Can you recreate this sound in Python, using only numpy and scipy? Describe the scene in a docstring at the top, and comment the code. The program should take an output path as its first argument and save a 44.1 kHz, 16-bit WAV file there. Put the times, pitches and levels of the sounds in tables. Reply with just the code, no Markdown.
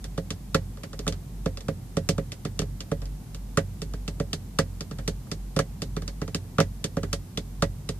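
"""Drumming on a jug in a lorry cab

Fingers drum a loose rhythm on a hollow plastic jug in a parked lorry cab, close to a phone's microphones.
Each tap ticks and knocks on the shell, then the walls ring and the air of the cab booms briefly.
Behind the jug lie a slowly beating low hum and a soft hiss."""
import sys
import numpy as np
from scipy import signal
from scipy.fft import rfft, irfft, next_fast_len
from scipy.io import wavfile
from scipy.ndimage import uniform_filter1d

SR = 44100
rng = np.random.default_rng(int(sys.argv[2]) if len(sys.argv) > 2 else 0)


def put_to_file(sound):
    """Save the sound as 16-bit audio at rate SR, in the file named by the first command-line argument."""
    columns = np.atleast_2d(sound).T  # one column per channel
    safe = np.clip(columns, -1, 1)
    whole_steps = np.round(safe * 32767)
    wavfile.write(sys.argv[1], SR, whole_steps.astype(np.int16))


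N = 352359
TAP_TIME = np.arange(int(.6 * SR)) / SR  # seconds since the finger lands

# Finger taps on the jug: start_s, stroke, strength_db, nail_db (relative to strength)
TAPS = [(0.0417, "dry", -46, 14.5), (0.177, "hollow", -32.5, 0), (0.3048, "low", -36.5, 11.5),
        (0.5451, "stiff", -15.5, -3), (0.772, "stiff", -45, -2), (0.8339, "dry", -39.5, 6.5),
        (0.931, "stiff", -37.5, -1.5), (0.991, "flick", -39.5, 7.5), (1.066, "stiff", -26.5, -8.5),
        (1.0778, "hollow", -32.5, 12), (1.1237, "dry", -42, 9), (1.4589, "hollow", -29, -2),
        (1.572, "stiff", -39.5, 5.5), (1.6062, "dry", -51.5, 13), (1.6833, "hollow", -30, -2.5),
        (1.9684, "hollow", -28, 2.5), (2.0889, "hollow", -28, 13), (2.1804, "hollow", -30.5, -5),
        (2.319, "dry", -45.5, 16), (2.4507, "low", -32.5, 2), (2.591, "flick", -32.5, 11),
        (2.6163, "flick", -35, 1.5), (2.805, "dry", -42.5, 13.5), (2.9157, "hollow", -30, -4),
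        (3.0176, "dry", -45, 3.5), (3.0554, "dry", -57, 16), (3.3456, "stiff", -45.5, 10.5),
        (3.5725, "stiff", -14.5, -4.5), (3.818, "flick", -38.5, 10), (3.936, "low", -41, 3),
        (4.0783, "low", -36.5, 9), (4.1993, "hollow", -31, -1), (4.3306, "low", -35, 14),
        (4.5873, "stiff", -16, 0), (4.807, "low", -39, 10.5), (4.911, "low", -38.5, 0.5),
        (4.9857, "dry", -40, 2.5), (5.077, "flick", -32, 11.5), (5.268, "stiff", -50.5, -6),
        (5.315, "low", -36, 11.5), (5.5635, "hollow", -28.5, 3.5), (5.5897, "stiff", -17.5, -2.5),
        (5.819, "flick", -35.5, 11), (5.9655, "low", -33, -1), (6.02, "low", -43, 4.5),
        (6.0778, "dry", -42, 13.5), (6.2157, "low", -32, -2), (6.278, "low", -39, 2),
        (6.346, "low", -32, 11), (6.5834, "stiff", -14.5, -11.5), (6.6019, "stiff", -16.5, -1.5),
        (6.8415, "flick", -33.5, 13), (6.9681, "hollow", -29.5, -5), (7.0316, "low", -33, 0),
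        (7.1292, "stiff", -26, 7.5), (7.374, "flick", -35, 11.5), (7.6225, "stiff", -16.5, -3),
        (7.8894, "flick", -34.5, 10)]
# How the jug answers: stiff accent, hollow ring, low note, nail flick over the low note, dry click.
# By stroke: knock_db, upper_wall_db, lower_wall_db, thump_db (these four relative to strength),
# scatter_db (relative to knock), cab_db (relative to thump), lower_wall_shift_hz
STROKES = {"stiff": (-0.5, -6.5, -8.5, -2.5, -10.5, -1, 8.5), "hollow": (0.5, 2, 3.5, 8.5, -10, -1, 11),
           "low": (0.5, -9.5, 3, 7.5, -7, 0.5, -12.5), "flick": (-2.5, -5, 5, 7.5, -4.5, 0, -7.5),
           "dry": (-1.5, -3.5, -4, 6, -0.5, 2.5, -13)}
# The jug at the phone's two microphone ports: frequency_hz, left_minus_right_db
PORT_BALANCE = [(150, -2.5), (280, 0.5), (430, -8), (560, -8.5), (800, 5), (1300, -4), (1900, -4.5),
                (2800, 2.5), (4700, -0.5), (6500, -7.5), (9000, -10.5), (14000, -17.5)]


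def jug(shell_db=5.5, walls_db=-1, port_lag_s=.00008):
    """Fingers tap the jug close to the phone; the sound reaches the left port just before the right."""
    out = np.zeros((2, N + 2 * len(TAP_TIME)))
    shell = noise(TICK_COLOUR, len(TAP_TIME))  # dense high modes, shared by all taps
    paths = noise(TICK_COLOUR, len(TAP_TIME))  # their reflections
    for start_s, stroke, strength_db, nail_db in TAPS:
        knock_db, upper_db, lower_db, thump_db, scatter_db, cab_db, shift_hz = STROKES[stroke]
        start = int(start_s * SR)
        contact = nail_tick(shell, paths, nail_db) + undb(knock_db + shell_db) * shell_knock(scatter_db)
        walls = undb(walls_db) * wall_ring(upper_db, lower_db, thump_db, shift_hz)
        boom = undb(thump_db + cab_db) * cab_boom()
        out[:, start:start + len(TAP_TIME)] += undb(strength_db) * (contact + walls + boom)
    size = next_fast_len(out.shape[1])
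    hz = np.fft.rfftfreq(size, 1 / SR)
    left_gain = np.sqrt(gain_at(PORT_BALANCE, hz))
    ports = np.array([left_gain, np.exp(-2j * np.pi * hz * port_lag_s) / left_gain])
    return irfft(rfft(out, size) * ports, size)[:, :N]


# The contact tick, heard close up: frequency_hz, level_db
TICK_COLOUR = [(950, -42), (1250, -6), (1800, -12), (2250, -1), (2700, -5.5), (3000, 1), (3500, 1),
               (4900, 4.5), (6200, 4), (8500, 3.5), (11000, -7), (15000, -19.5)]
# High shell modes that the nail rings: pitch_hz, level_db
NAIL_MODES = [(1700, -8), (1975, -5.5), (2667, 2), (2850, -4), (3130, -20), (3540, 6), (3950, -19),
              (4500, -7.5), (4790, 4), (5110, 0), (6100, 9), (8340, -23)]


def nail_tick(shell, paths, nail_db, fresh=0.92, top_db=-8.5):
    """Nail and skin crack on the plastic: a direct burst, a brief high ring, then close reflections."""
    size = len(TAP_TIME)
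    # each spot of the shell sounds a little different
    colour = [(hz, db + 2.5 * rng.standard_normal()) for hz, db in TICK_COLOUR]
    weights = undb(3 * rng.standard_normal(len(NAIL_MODES))) * rng.choice([-1, 1], len(NAIL_MODES))
    direct = (shell + fresh * noise(colour, size))[0] * fade(t60=0.013) * swell(lag=0, rise=0.00026)
    ring = sum(weight * undb(db) * mode(hz, t60=0.05, lag=0.000496, detune=0.0052)
               for weight, (hz, db) in zip(weights, NAIL_MODES))
    echoes = (paths + fresh * noise(colour, size)) * fade(t60=0.091) * swell(lag=0.00041, rise=0.00017)
    burst = undb(2) * direct + undb(-17.5) * ring + undb(-8) * echoes
    hardness = undb(nail_db) * gain_at([(4500, 0), (8400, top_db)], np.fft.rfftfreq(size, 1 / SR))
    return irfft(rfft(burst) * hardness, size) * (TAP_TIME < TAP_TIME[-1] / 2)


# Stiff shell under the finger; the first, heavily damped mode is the tock: pitch_hz, level_db, t60_s
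SHELL_MODES = [(1330, 11, 0.0092), (1205, -1.5, 0.03), (1305, -3, 0.026), (1656, -3.5, 0.025),
               (1940, -21, 0.11)]
# The knock as it comes back from around the cab: frequency_hz, level_db
SCATTER_COLOUR = [(300, -80), (640, 2.5), (740, -6), (980, -10), (1250, -10), (1700, -6.5), (2200, -12.5),
                  (4000, -22), (9000, -60)]


def shell_knock(scatter_db, radiates_above_hz=980):
    """The shell's short tock and its fading modes, then their scatter off the cab's surfaces."""
    ring = sum(undb(db) * mode(hz, t60, lag=0.00064, detune=0.01) for hz, db, t60 in SHELL_MODES)
    ring = ring * swell(lag=.0005, rise=.0014) ** 2
    ring = highpass(ring, radiates_above_hz, order=4)
    scatter = noise(SCATTER_COLOUR, len(TAP_TIME)) * fade(t60=0.085) * swell(lag=.003, rise=.001)
    return undb(-1.5) * ring + undb(scatter_db) * scatter


# Walls and enclosed air of the jug: pitch_hz, level_db, t60_s
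WALL_MODES = [(165.2, 2, 0.13), (185.8, -4, 0.11), (212.6, -1, 0.077), (250, -9, 0.11),
              (279.3, -1.5, 0.088), (421.5, 4, 0.086), (453, 3, 0.075), (544.6, 6, 0.094), (663, -5, 0.083)]


def wall_ring(upper_db, lower_db, thump_db, shift_hz):
    """The finger pad pushes the wall in just after first contact; walls and enclosed air ring on."""
    push = [(290, thump_db), (410, lower_db), (520, upper_db)]
    ring = 0
    for hz, db, t60 in WALL_MODES:
        pitch_hz = hz + shift_hz * (400 < hz < 500)  # the stroke retunes only the lower wall ring
        ring -= undb(db) * gain_at(push, hz) * mode(pitch_hz, t60, lag=0.00464, detune=0.018)
    return ring * swell(lag=.004, rise=.0015)


# Low reverberation inside the cab: frequency_hz, level_db
BOOM_COLOUR = [(70, -32), (110, -26), (160, 3), (250, -10), (345, -5), (480, -5.5), (670, -13.5),
               (750, -26), (2000, -49)]
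# Standing waves of the cab: pitch_hz, level_db, t60_s
CAB_MODES = [(92.6, -6, 0.56), (121.2, -18, 1), (141.6, -38, 0.36)]


def cab_boom():
    """A thump fills the cab with a short boom; its standing waves build more slowly and last longer."""
    boom = noise(BOOM_COLOUR, len(TAP_TIME))[0] * fade(t60=0.12) * swell(lag=0.0084, rise=0.00044)
    standing = sum(undb(db) * mode(hz, t60, lag=0.0084, detune=0.0084) for hz, db, t60 in CAB_MODES)
    return undb(-9.5) * boom + standing * swell(lag=0.012, rise=0.019)


# Closely spaced tones of the hum in the cab: pitch_hz
HUM_PITCHES = [46.03, 46.5, 48.5, 49.52]
# The same tones, in order: level_db
HUM_LEVELS = [-46.5, -44.5, -41, -46]


def cab_hum(in_phase_s=3.06, flutter_db=2.5):
    """A low drone behind the jug: its tones beat against each other, swelling about twice a second."""
    t = np.arange(N) / SR - in_phase_s
    tones = sum(undb(db) * np.cos(2 * np.pi * hz * t) for hz, db in zip(HUM_PITCHES, HUM_LEVELS))
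    return np.sqrt(2) * tones * undb(flutter_db * drift(rate_hz=8))


# Room tone of the parked cab: frequency_hz, relative_density_db
AIR_COLOUR = [(30, -14), (45, -14.5), (64, -17.5), (80, -17), (125, -8.5), (220, -16.5), (300, -25.5),
              (640, -37.5), (750, -35.5), (1350, -44.5), (2850, -48.5), (7300, -48), (13800, -49.5),
              (15000, -57)]


def cab_air(level_db=-41.5, wide_above_hz=900, bass_width=0.019):
    """Steady cab rumble, alike at both microphone ports, under hiss that differs between them."""
    mid, side = noise(AIR_COLOUR, N)
    treble = highpass(side, wide_above_hz, order=1)
    side = treble + bass_width * (side - treble)
    return undb(level_db) * np.array([mid + side, mid - side])


def undb(db):
    """Decibels to gain."""
    return 10 ** (np.asarray(db) / 20)


def gain_at(points, hz):
    """Gain of (frequency_hz, level_db) points, joined on a log-frequency axis."""
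    points_hz, db = np.transpose(points)
    return undb(np.interp(np.log(np.maximum(hz, 1)), np.log(points_hz), db))


def highpass(x, hz, order):
    """Butterworth low cut."""
    return signal.sosfilt(signal.butter(order, hz, "high", fs=SR, output="sos"), x)


def noise(colour, size):
    """Two unrelated noises of the given colour, rms 1."""
    hz = np.fft.rfftfreq(size, 1 / SR)
    x = irfft(rfft(rng.standard_normal((2, size))) * gain_at(colour, hz), size)
    return x / x.std()


def fade(t60, lag=0):
    """Exponential decay that starts after lag seconds."""
    return (TAP_TIME >= lag) * np.exp(-np.log(1000) * np.maximum(TAP_TIME - lag, 0) / t60)


def swell(lag, rise):
    """Smooth rise from 0 to 1 that starts after lag seconds."""
    return 1 - np.exp(-np.maximum(TAP_TIME - lag, 0) / rise)


def drift(rate_hz):
    """Slow random drift with a spread near 1."""
    hold = int(SR / rate_hz)
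    steps = np.repeat(rng.standard_normal(N // hold + 1), hold)
    return uniform_filter1d(uniform_filter1d(steps, hold), hold)[:N]


def mode(hz, t60, lag, detune):
    """One damped resonance; the grip shifts its pitch a little from tap to tap."""
    hz = hz * (1 + detune * rng.standard_normal())
    return np.sin(2 * np.pi * hz * (TAP_TIME - lag)) * fade(t60, lag)


def scene():
    """The jug up close, over the quiet cab, which sits slightly to the right."""
    return jug() + (cab_hum() + cab_air()) * undb([[-.4], [.4]])


def record(dry, bottom_hz=37, top_hz=14800):
    """The phone drops the deepest bass and cuts the top."""
    top_cut = signal.ellip(8, .2, 70, top_hz, fs=SR, output="sos")
    return signal.sosfilt(top_cut, highpass(dry, bottom_hz, order=6))


dry = scene()
out = record(dry)
put_to_file(out)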